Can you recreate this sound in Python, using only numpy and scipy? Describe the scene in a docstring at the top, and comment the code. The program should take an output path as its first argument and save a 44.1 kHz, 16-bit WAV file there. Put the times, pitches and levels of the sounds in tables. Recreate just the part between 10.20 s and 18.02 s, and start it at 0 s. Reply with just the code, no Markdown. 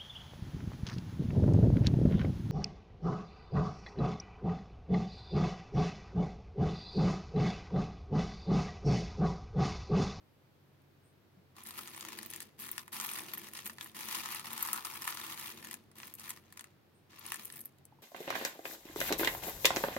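"""A small, faintly humming room, where a hand rakes dry roasted coffee beans back and forth in a shallow
glass dish on a table, close by. Countless small impacts add up to a gritty rustle, coloured by the
resonances of the glass, and friction on the bottom drives a rumble in the table. Single beans knock
and tick against the dish, brittle husks snap free, and fingertips brush the resting heap."""
import sys
import numpy as np
from scipy import signal
from scipy.fft import rfft, irfft
from scipy.io import wavfile
from scipy.ndimage import uniform_filter1d

SR = 44100
rng = np.random.default_rng(int(sys.argv[2]) if len(sys.argv) > 2 else 0)


def store_pcm(level_fs):
    """Save levels as 16-bit WAV."""
    pcm = np.round(np.clip(level_fs, -1, 1) * 32767).astype(np.int16)
    wavfile.write(sys.argv[1], SR, np.atleast_2d(pcm).T)


N = 344862
TAPS, LEAD = 2048, 128  # samples in an impulse response, and ahead of a contact's blow
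TIME = np.arange(N) / SR
FREQS = np.arange(TAPS // 2 + 1) * SR / TAPS

# pushes of the fingers through the heap:
# (start [s], length [s], rustle level [dB], husk scrape over that level [dB], relative rumble [dB])
PUSHES = [(1.351, 0.12, -60, -3, -64), (1.448, 0.044, -53.5, 2.5, -57), (1.526, 0.036, -53, 2, -59),
          (1.563, 0.038, -51.5, 5, -53.5), (1.64, 0.23, -55.5, 1.5, -57), (1.808, 0.24, -54, -2, -53),
          (2.084, 0.14, -56.5, -1.5, -56.5), (2.378, 0.064, -52.5, 6, -56), (2.487, 0.1, -57, 3, -58.5),
          (2.716, 0.27, -47, 4, -54.5), (2.932, 0.22, -54, 1, -51.5), (3.11, 0.16, -55, 1.5, -55),
          (3.338, 0.032, -50.5, 0, -57), (3.439, 0.026, -51.5, 6, -52.5), (3.591, 0.04, -52.5, 2, -55.5),
          (3.743, 0.25, -48.5, 2.5, -53), (3.873, 0.11, -43.5, 1.5, -57), (4.026, 0.15, -46.5, 0.5, -54.5),
          (4.237, 0.15, -49, 1, -55), (4.353, 0.22, -47.5, 2.5, -54), (4.634, 0.14, -51, 3, -57),
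          (4.805, 0.13, -47, 3.5, -56.5), (4.966, 0.17, -48.5, 2, -55), (5.161, 0.14, -49, 2.5, -57.5),
          (5.314, 0.21, -56.5, -1, -53.5), (5.75, 0.13, -57.5, 2, -58), (5.974, 0.14, -55, 1.5, -59),
          (6.194, 0.28, -72, -5, -67.5), (6.892, 0.19, -59, -5.5, -64.5), (7.033, 0.17, -53, -0.5, -59.5),
          (7.157, 0.23, -61, 7.5, -58.5)]


def undb(db):
    """Decibels to amplitude ratio."""
    return 10 ** (np.asarray(db) / 20)


def unit(x):
    """Normalisation to rms 1."""
    return x / np.sqrt(np.mean(x ** 2))


def fade(t, t60):
    """Exponential decay, 60 dB in t60 seconds."""
    return np.exp(-np.log(1000) * t / t60)


def contour(points):
    """Spectrum interpolated over log frequency from (frequency [Hz], level [dB]) points."""
    hz, db = np.transpose(points)
    return np.interp(np.log(FREQS + 1), np.log(hz), db)


def response(db):
    """Minimum-phase impulse response with the given gain at every frequency."""
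    cepstrum = irfft(np.log(undb(db)))
    cepstrum[1:TAPS // 2] *= 2
    cepstrum[TAPS // 2 + 1:] = 0
    return irfft(np.exp(rfft(cepstrum)))


def convolve(x, h):
    """Convolution with an impulse response, cut to the input's length."""
    return signal.oaconvolve(np.atleast_2d(x), np.atleast_2d(h), axes=-1)[:, :np.shape(x)[-1]]


def band(x, hz, kind, order=3):
    """Maximally flat filter."""
    return signal.sosfilt(signal.butter(order, hz, kind, fs=SR, output="sos"), x)


def resonate(x, hz, width_hz):
    """Second-order resonance, gain 1 at its centre."""
    return signal.lfilter(*signal.iirpeak(min(hz, SR / 2 - 1000), hz / width_hz, fs=SR), x)


def wander(rate_hz):
    """Slow random modulation with a spread near 1."""
    knots = rng.standard_normal(int(N / SR * rate_hz) + 2)
    return np.interp(TIME * rate_hz, np.arange(len(knots)), knots)


def add(out, s, sound):
    """Superpose a contact so that its blow lands at time s."""
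    start = max(int(s * SR) - LEAD, 0)
    out[:, start:start + TAPS] += sound[:, :N - start]


def blow_level(x, db):
    """Set the rms level of a blow over its first 6 ms."""
    return undb(db) * x / np.std(x[:, LEAD - 20:LEAD + 245])


def background(air_db=-66.0, side_db=-7, hum_hz=91.6, hum_db=-74.5, upper_hz=138.4):
    """Ambient noise, most coherent between the sides in the bass, and two phase-modulated hum tones."""
    # spectrum of the room's still air: (frequency [Hz], relative density [dB])
    air_spectrum = [(20, -43), (45, -16), (75, -12.5), (100, -1.5), (150, -2.5), (220, -7.5), (350, -7),
                    (520, -13), (1000, -18.5), (2300, -24), (4500, -29), (7500, -38), (11000, -36.5),
                    (12500, -32.5), (16000, -33.5)]
    # swells of the upper hum: (time [s], level [dB])
    upper_swells = [(.3, -79), (.45, -67.5), (.9, -75.5), (1.2, -74.5), (5.3, -73.5), (6.8, -79.5),
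                    (7.7, -71.5)]
    mid, side = rng.standard_normal((2, N))
    side = undb(side_db) * side + .5 * band(side, 700, "high", order=1)
    air = unit(convolve(mid + side * np.array([[1], [-1]]), response(contour(air_spectrum))))
    tones = [(hum_hz, hum_db), (upper_hz, np.interp(TIME, *np.transpose(upper_swells)))]
    hum = sum(undb(db) * unit(np.sin(2 * np.pi * hz * TIME + 0.51 * wander(12))) for hz, db in tones)
    return undb(air_db) * air + hum


def contact(uneven_db, slip=0.27, scatter=.14, echo=0.58, echo_s=.0011):
    """Impulse response of one bean's impact: direct, reflected and scattered waves, and glass modes."""
    # broad spectrum of an impact: (frequency [Hz], relative level [dB])
    bean_spectrum = [(100, -50), (400, -24), (680, -18), (800, -7), (930, -2.5), (1100, 0), (1400, -1),
                     (1570, -3), (1850, -1.3), (3000, -3.5), (4600, -5.8), (5700, -8.3), (7200, -9),
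                     (8300, -6), (9400, -4.3), (11200, -6.8), (12200, -3.2), (13700, -6.8), (15500, -7.3)]
    # modes of the dish: (frequency [Hz], bandwidth [Hz], gain over the broad spectrum [dB])
    glass_modes = [(1043, 50, 0.5), (1230, 34, -1), (1298, 27, 2), (1425, 110, 4.5), (1600, 120, -2),
                   (1728, 140, 4), (2420, 79, 3), (2830, 160, 2.5), (3130, 180, 0.5), (6580, 210, 3)]
    t = (np.arange(TAPS) - LEAD) / SR
    # rough shells grate for an instant before they catch; then the sound scatters among beans and walls
    grate = slip * np.exp(np.minimum(t, 0) / rng.uniform(.0003, .0014))
    paths = rng.standard_normal((2, TAPS)) * np.where(t < 0, grate, scatter * fade(np.abs(t), t60=.021))
    paths += band(paths[::-1] - paths, 2400, "low", order=1) / 2  # long waves reach both sides alike
    right_delay = rng.integers(3, 6)  # the left side is nearer
    bounce = int(SR * echo_s * rng.uniform(.7, 1.2))  # off the hand or the far wall
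    for channel, lag in enumerate((LEAD, LEAD + right_delay)):
        paths[channel, lag] += 1
        paths[channel, lag + bounce + channel * rng.integers(0, 10)] += echo
    paths[1] -= 2 * resonate(paths[1], hz=1580, width_hz=400)  # bending mode: walls swing in antiphase
    glass_db = sum(db / (1 + (2 * (FREQS - hz) / width) ** 2) for hz, width, db in glass_modes)
    bumps = rng.standard_normal(26)  # every bean has its own broad resonances, mostly in the treble
    own_db = np.interp(FREQS, np.linspace(0, SR / 2, len(bumps)), bumps)
    own_db *= uneven_db * FREQS / (FREQS + 1200)
    colour = response(contour(bean_spectrum) + glass_db + own_db)
    pan_db = 2.0 + 1.3 * rng.standard_normal()
    return unit(convolve(paths, colour)) * undb([[pan_db / 2], [-pan_db / 2]])


def tick(blow, hz, width_hz):
    """Heavily damped resonance of one bean's shell, with little below its pitch."""
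    return resonate(band(blow, 0.45 * hz, "high", order=5), hz, width_hz)


def snaps(ring_db=3, body_db=-21):
    """Sudden release: a husk snaps free, rings briefly at one pitch and barely stirs the dish."""
    # brittle husks slipping past each other: (time [s], level [dB], pitch [Hz], bandwidth [Hz])
    releases = [(0.619,-76,11000,5000), (1.436,-48.5,10700,2500), (1.487,-46,11700,3000),
                (1.764,-47,10200,1500), (1.795,-49,14500,3000), (1.978,-50,14500,4000),
                (2.061,-42,15150,2000), (2.102,-43,10500,4000), (2.111,-47,13000,9000),
                (2.399,-48,12300,3000), (2.406,-44,12300,3000), (2.42,-47,13000,4000),
                (2.515,-34,14900,2200), (2.736,-48,11200,3000), (2.866,-43,12800,1200),
                (2.917,-41,11900,3020), (2.935,-39,9800,1210), (3.136,-37,12500,1500),
                (3.144,-41,12600,1500), (3.179,-38.5,13050,1300), (3.458,-42,11750,2000),
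                (3.475,-40,11900,3000), (3.644,-44.5,11700,3000), (4.121,-40.5,12500,1200),
                (4.331,-38,12700,2500), (4.426,-30,12800,3500), (4.428,-33,12700,1200),
                (4.531,-31.5,10100,4000), (4.531,-30.5,13600,4000), (5.871,-49,12500,4000),
                (5.939,-43.5,13500,6000), (5.952,-47.5,12500,4000), (6.079,-49,13500,3000),
                (6.094,-41,12600,2000), (6.993,-48,12000,1190), (7.064,-41,9400,3500),
                (7.249,-46,12500,3000), (7.254,-40,12500,3000), (7.324,-46,10000,2000),
                (7.362,-48,13800,5000), (7.393,-48,13000,1800), (7.406,-45,11400,3000),
                (7.413,-44.5,11900,3000), (7.45,-50,13400,5000), (7.456,-40,13100,2000),
                (7.653,-53.5,10200,5000)]
    out = np.zeros((2, N))
    for s, db, hz, width_hz in releases:
        blow = contact(uneven_db=3, slip=0, scatter=.22) * fade(TIME[:TAPS], t60=.08)
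        shell = tick(blow, hz, width_hz)
        shell += undb(ring_db) * resonate(shell, hz, width_hz=450)
        body = band(blow, 7000, "low")
        add(out, s, blow_level(shell, db) + blow_level(body, db + body_db))
    return out


def brushes(hz=8850, width_hz=1300):
    """Friction noise: a fingertip slides over resting beans with a faint, narrow-band hiss."""
    # light strokes: (start [s], length [s], highest level [dB])
    strokes = [(0.825, 0.12, -75), (6.729, 0.11, -76)]
    gain = sum(undb(db) * np.interp(TIME, [s, s + length / 4, s + length], [0, 1, 0])
               for s, length, db in strokes)
    hiss = resonate(rng.standard_normal((2, N)), hz, width_hz)
    return gain * unit(resonate(hiss, hz, width_hz))


def tocks(rise_cycles=2.1):
    """Damped sinusoids with a rounded onset: dull blips that last longer the lower they are."""
    # soft tocks as the hand arrives and leaves: (time [s], pitch [Hz], peak level [dB])
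    blips = [(1.161, 185, -58.5), (7.611, 810, -63.5), (7.723, 850, -54), (7.787, 930, -58)]
    out = np.zeros(N)
    for s, hz, db in blips:
        cycles = hz * np.maximum(TIME - s, 0)
        envelope = cycles / rise_cycles * np.exp(1 - cycles / rise_cycles)
        out += undb(db) * envelope * np.sin(2 * np.pi * cycles)
    return out


def push_envelope(levels_db, attack_s, t60, sag_db_per_s=2):
    """Envelope in dB: each push builds, sags as the beans make way, then decays; the strongest leads."""
    gain = np.full(N, 1e-6)
    for (start, length, *_), db in zip(PUSHES, levels_db):
        span = slice(int(start * SR), int(start * SR) + SR)
        t = TIME[span] - TIME[span][0]
        rise = np.minimum(t / attack_s, 1)
        held = undb(db - sag_db_per_s * np.minimum(t, length))
        settle = fade(np.maximum(t - length, 0), t60)
        gain[span] = np.maximum(gain[span], rise * held * settle)
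    return 20 * np.log10(gain)


def jostle(rate, busy, spread_db, uneven_db, spot_count=120):
    """Shot noise: random impacts at many spots; busy (0-1), the share of moving beans, sets the density."""
    spots = [contact(uneven_db) for _ in range(spot_count)]
    chances = rng.random((int(rate * N / SR), 3))
    forces = undb(spread_db * np.minimum(rng.standard_normal(len(chances)), 1.6))
    out = np.zeros((2, N))
    for (when, threshold, spot), force in zip(chances, forces):
        share = busy[int(when * N)]
        if threshold < share:
            add(out, when * N / SR, force / np.sqrt(share) * spots[int(spot * spot_count)])
    return unit(out)


def squeaks(count=450):
    """Stick-slip friction: shells catch on the glass in tiny scratches, each at its own pitch."""
    out = np.zeros((2, N))
    t = TIME[:TAPS]
    envelope = (1 - np.exp(-t / .0004)) * fade(t, t60=.014)
    for when, pitch, force in rng.random((count, 3)):
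        scratch = resonate(rng.standard_normal((2, TAPS)), hz=9000 + 5000 * pitch, width_hz=1000)
        add(out, when * N / SR, force * envelope * scratch)
    return unit(out)


def rustle(reach, hollow_near_db=-8, hollow_far_db=-0.5, grit_far_db=-0.5):
    """Incoherent sum of impacts that ring the dish, grate and scrape; a harder push moves more beans."""
    # fine, then coarse contacts:
    # (rate in a firm push [1/s], spread of force [dB], spread of colour [dB], weight [dB])
    kinds = [(3000, 4, 3, -1.8), (300, 3.6, 5, 0)]
    _, _, levels, scrapes, _ = np.transpose(PUSHES)
    push_db = push_envelope(levels, attack_s=0.015, t60=0.36)
    husk_db = push_envelope(levels + scrapes, attack_s=0.015, t60=0.34)
    # at the thinly covered far end the dish rings more and fewer beans rub each other
    hollow_db = push_db + hollow_near_db + reach * (hollow_far_db - hollow_near_db)
    grit_db = push_db + grit_far_db * reach ** 2
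    busy = undb((np.clip(grit_db, -62, -44) + 44) / 2)
    grains = sum(undb(db) * jostle(rate, busy, spread, uneven) for rate, spread, uneven, db in kinds)
    hollow = unit(band(grains, 1470, "low", order=5)) * undb(hollow_db)
    grit = unit(band(grains, [1600, 7500], "band", order=5)) * undb(grit_db)
    husks = unit(band(grains, 7900, "high", order=5)) + undb(-9) * squeaks()
    surge = undb(1.1 * wander(40) - .1)  # the heap jams and gives way many times a second
    return surge * (hollow + grit + unit(husks) * undb(husk_db))


def rumble(reach, side_gain=0.66, trim_db=-4.5):
    """Forced vibration: dragged beans shake dish and table; pulls favour upper modes, pushes lower ones."""
    # modes of the loaded dish on the table:
    # (frequency [Hz], bandwidth [Hz], gain [dB], gain added on a pull and lost on a push [dB])
    table_modes = [(223.8, 13.6, 12.5, -0.8), (273, 30, 1, -1), (324.7, 17, 9, 1), (347, 9.9, 2, 1),
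                   (430, 1200, -14, 0.5)]
    *_, levels = np.transpose(PUSHES)
    rumble_db = push_envelope(levels, attack_s=0.013, t60=0.73)
    drag = rng.standard_normal(N) + side_gain * rng.standard_normal((2, N))
    pull = uniform_filter1d(-np.sign(np.gradient(reach)), size=SR // 8)  # +1 towards the near end
    shake = sum(undb(db + pull_db * pull) * resonate(drag, hz, width)
                for hz, width, db, pull_db in table_modes)
    return unit(shake) * undb(rumble_db + trim_db)


def clacks(reach, heap_edge_hz=2900, bare_edge_hz=1550, knock_trim_db=-4, crack_trim_db=-5,
           tick_trim_db=-1.5):
    """Impact excitation: a bean knocks the dish, lower on bare glass; its shell cracks, clinks and ticks."""
    # beans striking the glass, levels before trim: (time [s], knock [dB], crack [dB], tick [dB])
    impacts = [(1.366, -60, -57, -58), (1.382, -54, -66, -71), (1.464, -59, -50, -48),
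               (1.471, -67, -53, -45), (1.508, -52, -45, -46), (1.585, -49, -46, -44),
               (1.59, -40, -43, -47), (1.675, -50, -45, -47), (1.681, -49, -48, -53),
               (1.747, -47, -47, -53), (1.809, -52, -39, -51), (1.85, -43, -40.5, -48),
               (1.886, -44.5, -40.5, -44.5), (1.921, -49, -45, -54), (1.931, -51, -45, -54),
               (1.988, -40.5, -40.5, -42.5), (2.03, -49, -48, -42.5), (2.136, -44.5, -40.5, -43.5),
               (2.161, -52, -51, -40.5), (2.204, -44.5, -43, -42), (2.22, -53, -56, -46),
               (2.227, -62, -52, -48), (2.391, -57, -51, -59), (2.44, -46.5, -62, -55),
               (2.453, -52, -49, -53), (2.485, -49, -61, -47), (2.49, -43, -44, -48),
               (2.58, -36, -37.5, -39), (2.593, -49, -42.5, -57), (2.679, -46, -56, -52),
               (2.8, -38.5, -34.5, -40), (2.811, -42, -38, -40), (2.914, -41, -46, -46),
               (2.972, -44, -50, -55), (2.987, -43, -50, -39), (3.136, -41, -40, -54),
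               (3.175, -44, -47, -52), (3.253, -62, -67, -66), (3.286, -49, -57, -48.5),
               (3.335, -50, -52, -43), (3.352, -50, -42, -49), (3.372, -53, -43, -47),
               (3.39, -42.5, -43, -53), (3.464, -42, -39, -41), (3.497, -39.5, -43.5, -51.5),
               (3.584, -43.5, -45.5, -57), (3.61, -43, -37.5, -46), (3.66, -46.5, -66, -65),
               (3.746, -53, -65, -56), (3.767, -61, -63, -46), (3.808, -49, -48, -46),
               (3.885, -56, -58, -49), (3.912, -50, -47, -46), (3.948, -37, -37.5, -42),
               (3.952, -47, -37, -42), (4.058, -35.5, -37.5, -50), (4.088, -39.5, -45, -43),
               (4.138, -43, -51, -57), (4.147, -40, -50, -37.5), (4.196, -42.5, -42, -43),
               (4.257, -47, -53, -48), (4.269, -48, -43, -55), (4.378, -43, -38.5, -39),
               (4.407, -42, -43, -45), (4.427, -36, -51, -50), (4.45, -42, -52, -39),
               (4.461, -39, -47, -41), (4.474, -51.5, -46.5, -38), (4.487, -35.5, -43, -52),
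               (4.513, -42, -57, -52), (4.531, -39, -54, -43), (4.544, -37.5, -58, -47),
               (4.561, -39, -58, -41), (4.583, -39, -59, -58), (4.649, -38, -40, -39),
               (4.653, -43, -38, -38), (4.669, -40, -40.5, -44), (4.821, -46, -41, -41.5),
               (4.845, -65, -54, -44), (4.867, -47, -48, -48), (4.873, -42, -50, -44),
               (4.877, -28.5, -33.5, -36), (4.897, -61, -44, -58), (4.902, -48, -47, -54),
               (4.919, -46, -49, -58), (4.924, -39, -39.5, -58), (4.945, -57.0, -57.5, -44),
               (4.972, -40.5, -38, -50), (5.014, -47, -39.5, -50), (5.065, -47, -59, -45),
               (5.197, -45, -48, -42), (5.212, -58, -47, -49), (5.272, -51, -50, -46),
               (5.314, -50, -59, -53), (5.427, -48, -49, -54), (5.447, -45, -48, -47),
               (5.471, -47, -51, -49), (5.511, -44, -44, -41.5), (5.53, -48, -48, -45),
               (5.541, -44, -44, -39.5), (5.715, -64, -63, -61), (5.767, -61, -65, -66),
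               (5.801, -47.5, -48, -55), (5.832, -42.5, -46, -66), (5.997, -67, -51, -46),
               (6.079, -47, -62, -57), (6.093, -46, -48, -48), (6.099, -55, -53, -45),
               (6.105, -42, -44, -36), (6.173, -52.5, -55, -62), (6.325, -53, -56, -51.5),
               (6.371, -59, -62, -59), (6.374, -47.5, -48, -49), (6.394, -47, -42, -51),
               (6.409, -48, -49, -48), (6.442, -49, -51.5, -52.5), (6.932, -55, -69, -73.5),
               (7.12, -33.5, -38, -35), (7.143, -39, -45, -37), (7.158, -48, -52, -43),
               (7.195, -48, -56, -55), (7.301, -49, -46, -57), (7.585, -74, -67, -66)]
    # modes of the bottom: (frequency [Hz], bandwidth [Hz], gain when bare [dB], gain under the heap [dB])
    bottom_modes = [(1080, 550, -1, -13), (1058, 60, 2, -12), (1298, 60, 10.5, -11.5), (1808, 65, -13, 2),
                    (1920, 160, -7.5, 6.5)]
    out = np.zeros((2, N))
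    for s, knock_db, crack_db, tick_db in impacts:
        blow = contact(uneven_db=2.0, slip=0)
        tick_hz, clink_hz = 9270 * rng.uniform(.93, 1.27), rng.uniform(3000, 6800)
        bare = reach[int(s * SR)] ** 2
        knock = band(blow, heap_edge_hz + bare * (bare_edge_hz - heap_edge_hz), "low")
        knock += sum(undb(heap_db + bare * (bare_db - heap_db)) * resonate(knock, hz, width)
                     for hz, width, bare_db, heap_db in bottom_modes)
        crack = band(blow, [3000, 7600], "band")
        crack += undb(1) * resonate(crack, clink_hz, width_hz=700)
        add(out, s, blow_level(knock, knock_db + knock_trim_db))
        add(out, s, blow_level(crack, crack_db + crack_trim_db))
        add(out, s, blow_level(tick(blow, tick_hz, width_hz=7000), tick_db + tick_trim_db))
    return out


def room(x, t60_low=0.1, t60_high=0.065, wet_db=-11):
    """Reverberation of a small furnished room: a short diffuse tail that decays faster in the treble."""
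    t = TIME[:SR // 2]
    noise = rng.standard_normal((2, len(t)))
    low = band(noise, 1800, "low", order=1)
    onset = 1 - np.exp(-(t / .004) ** 2)
    tail = onset * (low * fade(t, t60_low) + (noise - low) * fade(t, t60_high))
    return x + undb(wet_db) * convolve(x, unit(tail) / np.sqrt(len(t)))


def scene():
    """Superposition of the beans with their reverberation, the table's rumble and the room's air and hum."""
    # path of the hand: (time [s], reach [0 = deep heap at the near end, 1 = thinly covered far end])
    hand_path = [(1.4, 0.95), (2.2, 0.1), (2.55, 0.55), (2.8, 0.75), (3.1, 0.6), (3.4, 0.11), (4.0, 0.57),
                 (4.53, 1), (5.0, 0.85), (5.4, 0.19), (6.1, 0.48), (7.0, 0.64), (7.4, 0.19)]
    reach = np.interp(TIME, *np.transpose(hand_path))
    beans = rustle(reach) + clacks(reach) + snaps() + brushes() + tocks()
    return room(beans) + rumble(reach) + background()


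def record(dry):
    """Band limiting: the microphone drops the deepest bass, and a steep low-pass cuts the very top."""
    bass_hz, top_hz = 28, 15850
    thin = band(dry, bass_hz, "high", order=2)
    return signal.sosfilt(signal.ellip(10, .2, 70, top_hz, fs=SR, output="sos"), thin)


dry = scene()
out = record(dry)
store_pcm(out)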